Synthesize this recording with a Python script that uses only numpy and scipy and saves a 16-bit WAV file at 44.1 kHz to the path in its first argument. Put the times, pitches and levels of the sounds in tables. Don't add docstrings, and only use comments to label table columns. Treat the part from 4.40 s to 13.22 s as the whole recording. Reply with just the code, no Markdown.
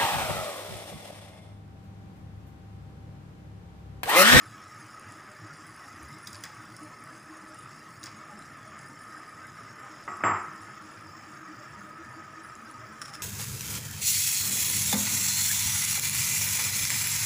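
import sys
import numpy as np
from scipy import signal
from scipy.fft import rfft, irfft, next_fast_len
from scipy.io import wavfile
from scipy.ndimage import uniform_filter1d, map_coordinates

SR = 44100
rng = np.random.default_rng(int(sys.argv[2]) if len(sys.argv) > 2 else 0)


def wav_record(signal):
    frames = np.transpose(np.atleast_2d(signal))
    bounded = np.clip(frames, -1, 1)
    quanta = np.round(bounded * 32767).astype(np.int16)
    wavfile.write(sys.argv[1], SR, quanta)


N = 388962

# start_s, level_db
SEETHE_LEVEL = [(0, -49.5), (2.15, -48.5), (2.7, -48.5), (3.3, -49.5), (3.8, -49), (4.2, -48.5), (5.3, -47),
                (6.7, -47), (8.8, -48.5)]
# start_s, level_db
SIZZLE_LEVEL = [(0.0, -57.5), (0.33, -60), (1.81, -59), (2.02, -58), (2.88, -61), (7.02, -60), (7.5, -62),
                (8.55, -59.5)]
# start_s, level_db
FIZZ_LEVEL = [(0, -66), (1.7, -63.5), (6.1, -68.5), (7.8, -69), (8.5, -65.5)]
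# start_s, change_db
HANDFULS = [(1.87, 2.5), (3.63, -1)]
SETTLE_S = 0.45
GURGLE_DB, GURGLE_DB_PER_S = -55.5, 0.11

# frequency_hz, relative_db
GURGLE = [(20, -17), (38, -28), (48, -10), (60, -17.5), (90, -6.5), (140, -3.5), (180, -6.5), (320, -4.5),
          (450, -11), (900, -17.5), (2000, -84)]
# frequency_hz, relative_db
SEETHE = [(100, -32), (300, -22.5), (470, -12), (750, -8.5), (950, -9), (1150, -2), (1500, -5),
          (1850, -4.5), (2200, -10), (3000, -19), (4200, -31), (8000, -56), (16000, -69)]
# frequency_hz, relative_db
SIZZLE = [(1500, -3.5), (3300, -3), (4400, -8), (4900, 3), (5400, 4), (6200, -7), (6550, 4.5), (6950, -3.5),
          (7650, 2), (8200, -15), (9400, -20), (12000, -17), (13900, -17), (15300, -8)]
# frequency_hz, relative_db
PING_BAND = [(3000, -50), (6000, 2), (7500, -15.5), (9300, 3), (10600, 2), (12000, -2.5), (14000, -32)]
# frequency_hz, width_hz, lift_db
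POT = [(620.4, 52, 4.5), (850, 35, 1), (1266.6, 100, 11.5), (1731, 34, 5), (1781, 22, 5.5)]

# peak_s, peak_db, pitch_hz
GULPS = [(0.08, -45.5, 106.5), (0.39, -52, 118), (0.46, -52, 111), (1.04, -44, 108), (1.2, -49, 304),
         (1.61, -49, 316), (1.73, -48, 151), (1.74, -53, 311), (1.95, -49, 97), (2.0, -51, 107),
         (2.19, -46, 117), (2.21, -52, 310.6), (2.31, -50.5, 319), (2.33, -48.5, 113), (2.43, -47, 305),
         (2.66, -51, 134), (2.73, -49.5, 320), (2.91, -45, 308.6), (3.06, -52, 316), (3.11, -53.5, 610),
         (3.62, -51, 118), (3.95, -46, 210), (4.44, -52, 140), (4.78, -50, 312), (5.32, -51, 112),
         (6.2, -48.5, 318), (6.44, -49, 308), (6.65, -49, 317), (6.77, -48, 312), (6.89, -50, 307),
         (7.02, -47, 320), (7.1, -45, 308.5), (7.31, -51, 146), (7.39, -48, 208.4), (7.45, -49.5, 315),
         (7.6, -47, 322), (7.73, -46.5, 129), (7.78, -44.5, 310.4), (7.99, -47, 316), (8.24, -48, 220),
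         (8.4, -48.5, 111.5), (8.45, -49, 110), (8.5, -49.5, 219)]
# pitch_hz, level_db, rate_per_s
DOME_TONES = [(112.3, -52.5, 1.5), (145, -56, 1.3), (208, -55.5, 1.5), (309.2, -54.5, 2.5),
              (605, -54, 0.96), (810, -53.5, 0.63)]
DOME_SPREAD_DB, DOME_DETUNE = 1.5, 0.02
# start_s, peak_db, pitch_hz
BURSTS = [(0.5235, -52, 8200), (0.5967, -36, 9900), (0.7218, -39, 7460), (0.917, -43, 7900),
          (1.364, -39, 10000), (1.6318, -37, 9910), (2.3665, -35, 9400), (2.6396, -37, 9700),
          (3.3139, -53, 6580), (3.992, -37, 9100), (4.3914, -36, 7500), (5.0694, -40, 9900),
          (5.772, -41, 9900), (6.162, -43, 7600), (8.1535, -37, 7170), (8.313, -39, 9600)]

# start_s, slap_db (before a shared
# lift), plop_db (relative), pitch_hz (trapped bubble), treble_edge_hz
SPLASHES = [(1.8699, -34, -5, 3590, 5500), (1.8725, -30, -9, 4560, 15000), (1.93, -36, -13, 4800, 15000),
            (1.945, -37, -1, 4560, 8000), (1.954, -37, -5, 4450, 7000), (2.0373, -28, -0.5, 3320, 15000),
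            (2.0522, -35, -13, 6250, 8000), (2.3645, -41.5, -7, 5200, 14000),
            (3.631, -32.5, -7, 3840, 6000), (3.6378, -32, -2, 9400, 15000), (3.6578, -34, -8, 6800, 9500),
            (3.667, -34.5, 3, 5420, 9000), (4.022, -50, -4, 3950, 9000)]
# frequency_hz, relative_db
SLAP = [(300, -32), (2500, -47), (3400, -11), (4200, -18), (5100, 2.5), (6800, 5), (8200, 2), (9600, 0.5),
        (13000, -15), (15300, 7)]
# frequency_hz, width_hz, lift_db
WALL = [(3340, 180, 18), (3920, 180, 17), (4770, 800, 15.5)]
# frequency_hz, relative_db
PLOP = [(100, -16), (400, -16), (800, -11), (1200, -11.5), (1900, -4), (2700, -10.5), (3500, -22),
        (5000, -14), (9000, -33), (16000, -58)]
TRAPPED_DB, TRAPPED_SHARE = -14, 0.55

# start_s, level_db (relative), room_db (relative), metal_db (relative), treble_edge_hz
KNOCKS = [(5.6776, -29, -7.5, -23.5, 3180), (5.805, -34.5, -10, -41, 1800), (5.837, -17, -1.5, -18.5, 7000)]
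# frequency_hz, relative_db
DISH = [(40, -76), (62, -61), (95, -4.5), (200, -15.5), (400, -8), (560, -10), (800, -2.5), (1160, 1),
        (1500, -5), (1950, -5), (2600, -15), (3500, -30), (4400, -58), (12000, -77)]
# frequency_hz, relative_db, t60_s
KNOCK_MODES = [(206.5, -11.5, 0.59), (305, -13, 0.56), (363, -14, 0.75), (712, -8, 0.38), (850, -15, 0.67),
               (918, -11, 0.36), (1138, -8, 0.47), (1141, 1.5, 0.35), (1148, -1, 0.37), (1226, -1.5, 0.64),
               (1281, -1, 0.77), (1342, -7.5, 0.98), (1430, -8.5, 0.62), (1943, -7, 0.41),
               (2430, -25, 0.27), (2622, -22, .4)]
# frequency_hz, relative_db, t60_s
METAL = [(4940, -16.5, 0.52), (5360, -25, 0.45), (7090, -24, .25), (7504, 2, 0.37), (10230, -37, 0.41),
         (11180, -22, 0.24)]
CHATTER_S, CHATTER_DB, CHATTER_LOSS_DB = 0.013, 14.5, 8

# start_s, level_db (before a shared lift), resonance_hz
RUSTLES = [(8.612, -33, 5700), (8.649, -39, 5500), (8.673, -41, 4900), (8.686, -41, 5600),
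           (8.731, -37.5, 5300), (8.743, -33, 5050)]
# frequency_hz, relative_db
CRINKLE = [(200, -37), (800, -24), (1250, 5.5), (2200, -8.5), (3800, -10.5), (4700, -16), (5300, 1),
           (6200, -18), (7200, -6), (8300, -14.5), (9800, -11), (13000, -31), (15300, -20)]
RUSTLE_S = 0.018
# centre_s, level_db, length_s
PUFF = (1.646, -52, 0.036)

# frequency_hz, relative_db
HISS = [(4000, -21), (8200, -3), (9500, -11.5), (11000, -16), (12000, -22), (13500, -4), (14500, -6),
        (15300, 14)]
HISS_DB = -73.5
# frequency_hz, t60_s
KITCHEN = [(100, 0.43), (300, 0.57), (700, 0.47), (1300, 0.7), (2500, 0.5), (10000, 0.31)]
# frequency_hz, width_hz, lift_db
STANDING = [(103.1, 16.6, 4.5), (219.6, 3.5, 8), (314.6, 8.4, 9), (379, 24, 4)]
# frequency_hz, side_db
WIDTH = [(30, -2), (70, -27), (130, -42.5), (300, -35), (900, -30.5), (1300, -47.5), (2400, -32.5),
         (4400, -29.5), (8100, -51), (13000, -18), (15000, -19)]
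TOP_HZ = 15520


def boil(sizzle_gain_db=1.5):
    t = np.arange(N) / SR
    stir_db = sum(db * (t > s) * np.exp(-np.abs(t - s) / SETTLE_S) for s, db in HANDFULS)
    gurgle_db = GURGLE_DB + GURGLE_DB_PER_S * t
    seethe_db = np.interp(t, *np.transpose(SEETHE_LEVEL))
    sizzle_db = np.interp(t, *np.transpose(SIZZLE_LEVEL)) + sizzle_gain_db + 0.79 * wobble(14)
    fizz_db = np.interp(t, *np.transpose(FIZZ_LEVEL)) + stir_db
    low = amp(gurgle_db) * gurgle() + amp(seethe_db) * seethe()
    high = amp(sizzle_db) * sizzle() + amp(fizz_db) * fizz()
    return low + high


def seethe():
    collapses = unit(clicks(per_second=5000, spread_db=1.5, length=N)) * amp(0.99 * wobble(15))
    rush = patchy(colour(collapses, SEETHE, POT), depth_db=1.1)
    blips = bubbles(count=380, pitch_hz=1860, octaves=0.45, cycles=119, rise=0.088, spread_db=0.0)
    blips = amp(-8.0) * unit(colour(blips, SEETHE))
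    return unit(in_room(rush + blips, wet_db=-10))


def gurgle():
    blubs = bubbles(count=1800, pitch_hz=211.1, octaves=0.776, cycles=30.0, rise=0.36, spread_db=4.5)
    blubs = unit(colour(blubs, GURGLE))
    churn = amp(-3.5) * unit(colour(rng.standard_normal(N), GURGLE))
    flat = [(100, 0)]
    return unit(colour(blubs + churn, flat, STANDING))


def sizzle():
    crackle = colour(clicks(per_second=7000, spread_db=7.0, length=N), SIZZLE)
    crackle = patchy(crackle, depth_db=3.5)
    beads = bubbles(count=3000, pitch_hz=5790, octaves=0.303, cycles=253, rise=0.055, spread_db=-1.0)
    beads = amp(-3.5) * unit(colour(beads, SIZZLE))
    return unit(in_room(crackle + beads, wet_db=-10.0))


def fizz():
    pings = bubbles(count=4000, pitch_hz=9200, octaves=0.12, cycles=26, rise=0.034, spread_db=7.5)
    flurries = pings * amp(2.3 * wobble(18))
    return unit(in_room(colour(flurries, PING_BAND), wet_db=-2.5))


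def gulps(swell_s=0.027, rise=0.014, waver=0.023):
    out, age = np.zeros(N), np.arange(SR // 4) / SR / swell_s
    envelope = (age * np.exp(1 - age)) ** 2
    shape_change = waver * wobble(60)
    for s, db, hz in list(GULPS) + domes():
        start = min(int(s * SR), N - len(age))
        pitch = hz * (1 + rise * (age - 1) + shape_change[start:start + len(age)])
        ring = np.sin(2 * np.pi * np.cumsum(pitch) / SR)
        add(out, max(s - swell_s, 0), amp(db) * envelope * ring)
    return out


def domes():
    rows = []
    for hz, db, per_second in DOME_TONES:
        scatter = rng.standard_normal((64, 2))
        for s, (force, radius) in zip(chance_times(per_second), scatter):
            rows.append((s, db + DOME_SPREAD_DB * force, hz * (1 + DOME_DETUNE * radius)))
    return rows


def bursts(cycles=20, rise=0.04):
    out, t = np.zeros(N), np.arange(SR // 100) / SR
    for s, db, hz in BURSTS:
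        ring = ping(t * hz / cycles, cycles, rise)
        add(out, s, amp(db) * ring / np.abs(ring).max())
    return in_room(out, wet_db=-19)


def splashes(slap_t60=0.011, spray_t60=0.063, spray_db=-17, plop_t60=0.16, cycles=50, rise=0.084):
    out, t = np.zeros(N), np.arange(SR // 4) / SR
    for s, db, plop_db, hz, edge_hz in SPLASHES:
        slap = rng.standard_normal(len(t)) * amp(-60 * t / slap_t60) * (1 - np.exp(-t / 0.00078))
        droplets = unit(clicks(per_second=1500, spread_db=3, length=len(t)))
        spray = droplets * amp(spray_db - 60 * t / spray_t60)
        wet = dull(colour(slap + spray, SLAP, WALL), edge_hz)
        plop_noise = rng.standard_normal(len(t)) * amp(-60 * t / plop_t60)
        plop = amp(plop_db) * colour(plop_noise, PLOP, POT)
        bubble = amp(TRAPPED_DB + TRAPPED_SHARE * db) * ping(t * hz / cycles, cycles, rise)
        add(out, s, amp(db + 2.5) * (wet + plop) + bubble)
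    return in_room(out, wet_db=-9.5)


def knocks(blow_t60=0.05, shiver_db=3, buzz_db=2, metal_rise_s=0.016):
    out, t = np.zeros(N), np.arange(SR) / SR
    for s, db, room_db, metal_db, edge_hz in KNOCKS:
        blow = rng.standard_normal(len(t)) * amp(2.5 - 60 * t / blow_t60)
        blow[0] += amp(12)
        for k in range(3):
            blow[int((k + 1) * CHATTER_S * SR)] += amp(CHATTER_DB - CHATTER_LOSS_DB * k)
        walls = amp(room_db) * tail(len(t)) * (1 - np.exp(-t / 0.02))
        thud = amp(11.5) * dull(colour(blow + walls, DISH, STANDING), edge_hz)
        ringing = amp(-8.5) * ring_modes(KNOCK_MODES, t) * (1 - np.exp(-t / 0.00068))
        shiver = amp(shiver_db * wobble(80.0)[:len(t)] + buzz_db * wobble(900)[:len(t)])
        metal = amp(metal_db + 2.5) * shiver * ring_modes(METAL, t) * (1 - np.exp(-t / metal_rise_s))
        add(out, s, amp(db) * (thud + ringing + metal))
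    return out


def ring_modes(modes, t):
    total = np.zeros(len(t))
    for hz, db, t60 in modes:
        total += amp(db - 60 * t / t60) * np.sin(2 * np.pi * (hz * t + rng.random()))
    return total


def rustles(width_hz=600, lift_db=7):
    out, t = np.zeros(N), np.arange(SR // 10) / SR
    swell = np.exp(-(2 * t / RUSTLE_S - 1) ** 2)
    for s, db, hz in RUSTLES:
        grains = unit(clicks(per_second=1100, spread_db=4.5, length=len(t))) * swell
        add(out, s, amp(db) * colour(grains, CRINKLE, [(hz, width_hz, lift_db)]))
    return in_room(amp(3.0) * out, wet_db=-9.0)


def puff():
    s, db, length = PUFF
    spectrum = [(25, -21), (55, -12), (73, 11), (100, -12), (250, -55), (1000, -100)]
    air = unit(colour(rng.standard_normal(N), spectrum))
    return amp(db) * air * np.exp(-((np.arange(N) / SR - s) / length) ** 2)


def hiss():
    return amp(HISS_DB) * unit(colour(rng.standard_normal(N), HISS))


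def in_room(x, wet_db, count=12):
    place = np.arange(N) / N * (count - 1)
    wet = np.zeros(N)
    for k in range(count):
        echo = tail(SR // 2)
        share = np.sqrt(np.maximum(1 - np.abs(place - k), 0))
        near = np.flatnonzero(share)
        add(wet, near[0] / SR, signal.fftconvolve((x * share)[near], echo / np.linalg.norm(echo)))
    return x + amp(wet_db) * wet


def tail(length):
    hz, t, z = signal.stft(rng.standard_normal(length), SR, nperseg=256)
    decay = amp(-60 * t / along(KITCHEN, hz)[:, None])
    return signal.istft(z * decay, SR, nperseg=256)[1][:length]


def bubbles(count, pitch_hz, octaves, cycles, rise, spread_db):
    when = rng.integers(0, N, count)
    radius, force = np.clip(rng.standard_normal((2, count, 1)), -2.3, 2.3)
    hz = pitch_hz * 2 ** (octaves * radius)
    n = np.arange(int(cycles * SR / hz.min()))
    rings = amp(spread_db * force) * ping(n / SR * hz / cycles, cycles, rise)
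    return unit(np.bincount((when[:, None] + n).ravel(), rings.ravel(), N)[:N])


def ping(age, cycles, rise):
    onset = 1 - np.exp(-(age / 0.08) ** 2)
    return np.sin(2 * np.pi * cycles * age * (1 + rise * age / 2)) * 1e-3 ** age * onset


def clicks(per_second, spread_db, length):
    chance, size, sign = rng.random(length), rng.standard_normal(length), rng.choice([-1, 1], length)
    return (chance < per_second / SR) * sign * amp(spread_db * np.minimum(size, 2.5))


def chance_times(per_second):
    slots = np.arange(64) + rng.random(64)
    return slots[slots < per_second * (N - 1) / SR] / per_second


def patchy(x, depth_db, size=1024):
    z = signal.stft(x, nperseg=size)[2]
    field = uniform_filter1d(rng.standard_normal(z.shape), size=9, axis=0)
    field = uniform_filter1d(field, size=9, axis=1)
    return unit(signal.istft(z * amp(depth_db * unit(field)), nperseg=size)[1][:N])


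def colour(x, spectrum, resonances=(), size=16384):
    hz = np.fft.rfftfreq(size, 1 / SR)
    db = along(spectrum, hz)
    for centre, width, lift in resonances:
        db = db + lift / (1 + (2 * (hz - centre) / width) ** 2)
    cepstrum = irfft(np.log(amp(db)))
    cepstrum[1:size // 2] *= 2
    cepstrum[size // 2 + 1:] = 0
    return signal.fftconvolve(x, irfft(np.exp(rfft(cepstrum))))[:len(x)]


def dull(x, edge_hz):
    return signal.sosfilt(signal.butter(2, min(edge_hz, SR / 2 - 1), fs=SR, output="sos"), x)


def wobble(rate):
    return map_coordinates(rng.standard_normal(int(N * rate / SR) + 4), [np.arange(N) * rate / SR])


def along(points, hz):
    f, v = np.transpose(points)
    return np.interp(np.log(hz + 1), np.log(f + 1), v)


def add(track, s, sound):
    start = int(s * SR)
    track[start:start + len(sound)] += sound[:len(track) - start]


def amp(db):
    return 10 ** (np.asarray(db) / 20)


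def unit(x):
    return x / np.sqrt(np.mean(x ** 2) + 1e-20)


def scene(knock_side_db=-10):
    pot = boil() + gulps() + bursts() + splashes() + rustles() + puff() + hiss()
    dish = knocks()
    smear = tail(SR // 10)
    smeared = signal.fftconvolve(pot + amp(knock_side_db) * dish, smear / np.linalg.norm(smear))[:N]
    side = colour(smeared, WIDTH)
    return np.array([pot + dish + side, pot + dish - side])


def record(dry):
    size = next_fast_len(N + SR // 2)
    passband = np.fft.rfftfreq(size, 1 / SR) < TOP_HZ
    return irfft(rfft(dry, size) * passband, size)[:, :N]


dry = scene()
out = record(dry)
wav_record(out)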